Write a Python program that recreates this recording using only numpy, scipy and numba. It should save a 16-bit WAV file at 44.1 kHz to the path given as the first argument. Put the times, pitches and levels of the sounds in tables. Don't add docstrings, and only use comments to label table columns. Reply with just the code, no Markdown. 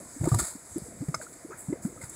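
import sys
import numpy as np
from scipy import signal
from scipy.io import wavfile
from scipy.ndimage import uniform_filter1d
from numba import njit

SR = 44100
rng = np.random.default_rng(int(sys.argv[2]) if len(sys.argv) > 2 else 0)


def nominal_scale(level):
    x = np.asarray(level, float) / 20
    return 10 ** x


def generate_wav(sig):
    pcm = np.round(np.clip(np.atleast_2d(sig).T, -1, 1) * 32767).astype(np.int16)
    wavfile.write(sys.argv[1], SR, pcm)


N = 94815

# centre_hz, width_hz, level_db
HOLLOW_MODES = [(633, 140, 6.5), (935, 90, 7.5), (1227, 320, 0.5), (1428, 340, 4), (1800, 185, 2.5),
                (2200, 445, -1.5)]
# centre_hz, width_hz, level_db
HOUSING_MODES = [(3756, 1360, -20), (4900, 1010, -14), (6756, 950, -8.5), (7800, 1310, -0.5),
                 (10080, 2160, -7.5), (14360, 13000, -22.5)]


@njit
def svf(x, hz, width):
    y, band, low = np.empty(len(x)), 0., 0.
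    g, damping = np.tan(np.pi * hz / SR), width / hz
    for i in range(len(x)):
        v = (band + g * (x[i] - low)) / (1 + g * (g + damping))
        low += 2 * g * v
        band = 2 * v - band
        y[i] = damping * v
    return y


def unit(x):
    return x / np.sqrt(np.mean(x ** 2))


def walk(rate_hz):
    hold = int(SR / rate_hz)
    steps = np.repeat(rng.standard_normal(N // hold + 1), hold)
    return 1.7 * uniform_filter1d(uniform_filter1d(steps, hold), hold)[:N]


def resonate(x, modes):
    out = 0
    for k, (hz, width_hz, db) in enumerate(modes):
        once = svf(x, 1. * hz, 1.26 * width_hz)
        out = out + (-1) ** k * nominal_scale(db) * svf(once, 1. * hz, 1.26 * width_hz)
    return out


def steam(t):
    # time_s, level_db
    vent_flow = [(0.0, -49.5), (0.1, -49.5), (0.39, -39.5), (0.53, -56.5), (0.78, -47), (0.93, -51),
                 (1.14, -51), (1.28, -49.5), (1.5, -52), (1.93, -55), (2.07, -52.5), (2.15, -48)]
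    flow_db = np.interp(t, *np.array(vent_flow).T) + 0.5 * walk(10)
    hiss = 0
    for mode in HOUSING_MODES:
        hiss = hiss + resonate(rng.standard_normal(N), [mode]) * nominal_scale(1.54 * walk(23.21))
    hollow_hiss = unit(resonate(rng.standard_normal(N), HOLLOW_MODES))
    return nominal_scale(flow_db) * unit(hiss) + nominal_scale(flow_db - 12.5) * hollow_hiss


def simmer(t):
    # band_hz, density_db (per Hz)
    simmer_bands = [(18, -39), (30, 1.5), (332, 4.5), (428, -3), (620, 4), (799, -16.5), (934, -7.5),
                    (2080, -9.5), (3200, -49), (4160, -65), (7040, -120)]
    # time_s, level_db
    churn_levels = [
        (0.0, -49.5),
        (0.23, -56.5),
        (0.75, -61),
        (0.93, -49.5),
        (1.47, -59.5),
        (1.89, -49.5),
        (2.15, -55),
    ]
    band_hz, band_db = np.array(simmer_bands).T
    churn_db = np.interp(t, *np.array(churn_levels).T)
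    churn_db = churn_db - churn_db.mean()
    out = 0
    for hz in 32 * 2 ** np.arange(0, 6.6, 1 / 3):
        db = np.interp(np.log(hz), np.log(band_hz), band_db)
        db = db + 1.3 * walk(13.74) + churn_db * min(200 / hz, 1)
        out = out + resonate(rng.standard_normal(N), [(hz, hz / 4, 0)]) * nominal_scale(db)
    return unit(out) * nominal_scale(-52.5)


def bubbles(rows, rise=0.5):
    overtone_db, slosh_db, slosh_hz = -33.5, -20.5, 260
    out = np.zeros(N + SR)
    waver = np.pad(1 + 0.04 * walk(150), (0, SR), mode="edge")
    slosh = unit(resonate(rng.standard_normal(N), [(slosh_hz, slosh_hz, 0)]))
    slosh = np.pad(slosh, (0, SR))
    for start_s, start_hz, end_hz, length_s, peak_db in rows:
        u = np.arange(int(length_s * SR)) / (length_s * SR)
        first = int(max(start_s, 0) * SR)
        i = slice(first, first + len(u))
        loose = min(300 / start_hz, 1)
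        pitch_hz = (start_hz + (end_hz - start_hz) * u ** 0.55) * waver[i] ** loose
        phase = 2 * np.pi * np.cumsum(pitch_hz) / SR
        tone = np.sin(phase) + nominal_scale(overtone_db) * loose ** 2 * np.cos(2 * phase)
        tone = tone + nominal_scale(slosh_db) * loose ** 2 * slosh[i]
        out[i] += nominal_scale(peak_db) * np.sin(np.pi * u ** rise) ** 1.4 * tone
    return out[:N] * nominal_scale(1.2 * walk(150))


def small_bubbles():
    per_s, low_hz, octaves = 70, 90, 3.48
    when, smallness, cycles, faintness = rng.random((int(per_s * N / SR), 4)).T
    hz = low_hz * 2 ** (octaves * smallness)
    peak_db = -60 - 4 * np.log(faintness + 0.12)
    return bubbles(zip(when * N / SR, hz, 1.14 * hz, (2.85 + 4 * cycles) / hz, peak_db))


def large_bubbles():
    # start_s, start_hz, end_hz, length_s,
    # peak_db
    plops = [(.003, 547, 633, 0.015, -40.5), (.025, 230, 326, 0.011, -42), (.160, 214, 330, 0.031, -39.5),
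             (.2105, 125, 118, 0.014, -18.5), (.2335, 135, 152, 0.033, -21.5), (.232, 322, 337, 0.019, -30),
             (.252, 140, 152, 0.052, -27.5), (.273, 275, 345, 0.014, -17), (.3165, 114, 127, .03, -15),
             (.342, 82.4, 117.7, 0.0526, -20), (.390, 323, 368, 0.02, -34), (.414, 300, 396, 0.018, -34),
             (.552, 192, 358, 0.016, -36), (.712, 73.6, 93.5, 0.035, -44), (.759, 224, 387, 0.021, -24.5),
             (.818, 135, 175, 0.014, -32), (.884, 244, 322, 0.0093, -37.5), (.942, 260, 240, 0.018, -42),
             (.971, 206, 230, 0.012, -42), (1.014, 190, 331, 0.039, -28.5), (1.112, 211, 352, 0.032, -43),
             (1.142, 198, 127, 0.048, -42.5), (1.4475, 252, 348, 0.017, -35.5),
             (1.4995, 293, 567, 0.02, -35.5),
        (1.516, 383, 357, 0.017, -40),
        (1.693, 200, 321, 0.037, -29),
        (1.7255, 265, 355, .013, -21),
        (1.729, 112, 139, 0.015, -38),
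        (1.734, 403, 550, 0.017, -37.5),
        (1.849, 170, 230, 0.017, -20.5),
        (1.859, 216, 348, 0.025, -28),
        (1.924, 280, 322, 0.012, -40),
        (2.036, 102, 138, 0.015, -36),
    ]
    more_bubbles = [(0.199, 80, 90, 0.016, -28), (0.219, 277, 327, 0.018, -35.5), (.262, 417, 560, .02, -36),
                    (0.377, 193, 260, 0.037, -35.5), (.402, 60, 66, .045, -33), (.236, 62, 66, .05, -32),
                    (0.424, 160, 171, 0.024, -37), (.773, 364, 398, 0.025, -37.5), (.774, 200, 175, 0.016, -35),
                    (0.781, 615, 590, .02, -46), (.797, 180, 200, 0.013, -45), (0.83, 69.6, 79.5, 0.024, -42),
                    (.852, 490, 500, 0.035, -46), (.902, 666, 690, 0.025, -51.5),
                    (0.925, 634, 696, 0.015, -46.5), (.982, 130, 110, .02, -58), (1.006, 121, 151, 0.021, -28.5),
                    (1.167, 100, 110, 0.041, -43.5), (1.225, 464, 490, 0.026, -45),
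                    (1.432, 590, 706, 0.015, -48), (1.46, 404, 524, .012, -44), (1.487, 423, 454, 0.015, -44),
                    (1.543, 600, 615, 0.014, -47), (1.6844, 138, 189, 0.017, -24), (1.755, 440, 470, .013, -39),
                    (1.768, 515, 755, 0.017, -49.5), (1.882, 360, 400, 0.023, -44.5),
                    (1.894, 288, 298, 0.017, -44.5), (2.0, 487, 545, 0.029, -44.5)]
    return bubbles(plops + more_bubbles)


def droplets():
    # start_s, start_hz, end_hz, length_s, peak_db
    drops = [(0.235, 650, 590, 0.014, -34), (0.255, 580, 750, .016, -28), (0.268, 820, 1012, 0.029, -35.5),
             (0.275, 1150, 1230, 0.011, -33.5), (.3165, 1190, 1200, 0.016, -31),
             (0.316, 704, 720, 0.014, -37), (.341, 1210, 1130, 0.025, -32.5), (.344, 955, 925, 0.026, -32),
             (0.339, 670, 760, 0.017, -34), (0.394, 1280, 1530, 0.018, -31.5), (.39, 660, 660, .014, -35.5),
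             (.402, 1180, 1240, 0.013, -30.5), (0.26, 1210, 1300, 0.011, -38.5),
             (1.2, 580, 620, 0.015, -40), (1.145, 1457, 1340, 0.017, -34.5),
             (1.1455, 5030, 5250, 0.011, -31), (1.224, 1500, 1400, 0.0054, -42),
             (1.266, 1220, 1500, 0.012, -38), (1.51, 1200, 1300, 0.014, -42), (1.728, 2050, 2050, .01, -46),
             (1.85, 1450, 1500, .012, -46), (1.519, 1150, 1500, 0.026, -40),
             (1.531, 1400, 1850, 0.017, -41), (1.975, 1200, 1310, 0.012, -41.5),
             (2.014, 2070, 2100, 0.018, -44.5), (2.037, 2200, 1800, 0.015, -44),
             (2.036, 1450, 1500, 0.014, -45.5)]
    return bubbles(drops, rise=0.36) * nominal_scale(1.5 * walk(500))


def splats(t):
    # start_s, spray_db, fade_s, slap_db, spray_low_edge_hz
    mud_throws = [(0.239, -37.5, 0.008, -35, 3000), (0.251, -34, 0.0096, -46, 3000),
                  (.272, -35, 0.0065, -55, 3000), (.284, -29.5, 0.0089, -36.5, 2980),
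                  (0.316, -36, 0.026, -43, 3000), (0.342, -33, 0.0026, -42, 2800),
                  (0.3452, -21, 0.003, -36.5, 2770), (0.386, -20, 0.0098, -32, 2940),
                  (.395, -23.5, 0.011, -35.5, 2900), (.417, -29, 0.061, -40.5, 3000),
                  (0.466, -40, 0.024, -50, 3000), (0.783, -35, 0.0043, -70, 8650),
                  (1.084, -39, 0.0059, -44.5, 3000), (1.144, -31, 0.0059, -30, 3000),
                  (1.21, -38, 0.026, -44.5, 3000), (1.327, -42, 0.012, -50.5, 3000),
                  (1.501, -69, 0.049, -45, 3000), (1.572, -35.5, 0.046, -53.5, 7800),
                  (1.731, -49, 0.0055, -47, 3000), (1.818, -38, 0.046, -57, 4730),
                  (1.851, -53, 0.0057, -49, 3000), (2.01, -39, 0.03, -45, 3000),
                  (2.036, -45, 0.013, -59, 3000), (2.095, -30, 0.0054, -74, 6660)]
    grain = nominal_scale(1.02 * walk(350))
    spray = unit(resonate(rng.standard_normal(N), HOUSING_MODES))
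    slap = unit(resonate(rng.standard_normal(N), HOLLOW_MODES))
    out = np.zeros(N)
    for start_s, spray_db, fade_s, slap_db, edge_hz in mud_throws:
        i = slice(int(start_s * SR), int((start_s + 0.35) * SR))
        age = np.maximum(t[i] - start_s, 0)
        attack = 1 - np.exp(-age / (0.31 * fade_s))
        env = attack * np.exp(-age / fade_s) * grain[i]
        high_pass = signal.butter(N=6, Wn=edge_hz, btype="high", fs=SR, output="sos")
        bright = signal.sosfilt(high_pass, spray[i])
        out[i] += env * (nominal_scale(spray_db) * bright + nominal_scale(slap_db) * slap[i])
    return out


def sudden_pops():
    # start_s, start_hz, end_hz, length_s, peak_db
    pops = [(.3165, 7600, 7500, .003, -32), (.277, 7600, 7500, .003, -35),
            (.7827, 10350, 9900, 0.0021, -27), (1.0845, 172, 145, 0.029, -22),
            (1.143, 1350, 1145, .011, -22), (1.143, 660, 640, 0.014, -33),
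            (1.1435, 2100, 2200, 0.014, -33.5), (1.1435, 950, 900, 0.0091, -36.5),
            (1.146, 7500, 7300, 0.0066, -32), (1.2145, 1490, 1600, .008, -35.5),
            (1.1455, 6230, 6350, 0.011, -30.5), (1.146, 4300, 4400, 0.0057, -44.5),
            (2.0955, 7400, 7640, 0.0069, -35)]
    return bubbles(pops, rise=0.25)


def pit_echo(hits, t):
    age = t[:SR // 5]
    tail = rng.standard_normal(len(age)) * np.exp(-np.log(1000) * age / 0.15)
    tail = tail * (age > 0.003)
    return nominal_scale(-19) * signal.fftconvolve(hits, tail / np.sqrt(np.sum(tail ** 2)))[:N]


def scene():
    t = np.arange(N) / SR
    bed = steam(t) + simmer(t) + small_bubbles()
    hits = large_bubbles() + droplets() + splats(t) + sudden_pops()
    return (bed + hits + pit_echo(hits, t))[None]


def roll_off(x):
    return signal.sosfilt(signal.butter(12, 16400, fs=SR, output="sos"), x)


def record(dry):
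    heard = dry[0]
    for notch_hz in (2760., 3260.):
        heard = heard - 0.75 * svf(heard, notch_hz, 260.)
    low_cut = signal.butter(N=2, Wn=42, btype="high", fs=SR, output="sos")
    high_cut = signal.ellip(8, 0.2, 60, 15600, fs=SR, output="sos")
    heard = signal.sosfilt(low_cut, heard)
    return roll_off(signal.sosfilt(high_cut, heard[None]))


dry = scene()
out = record(dry)
generate_wav(out)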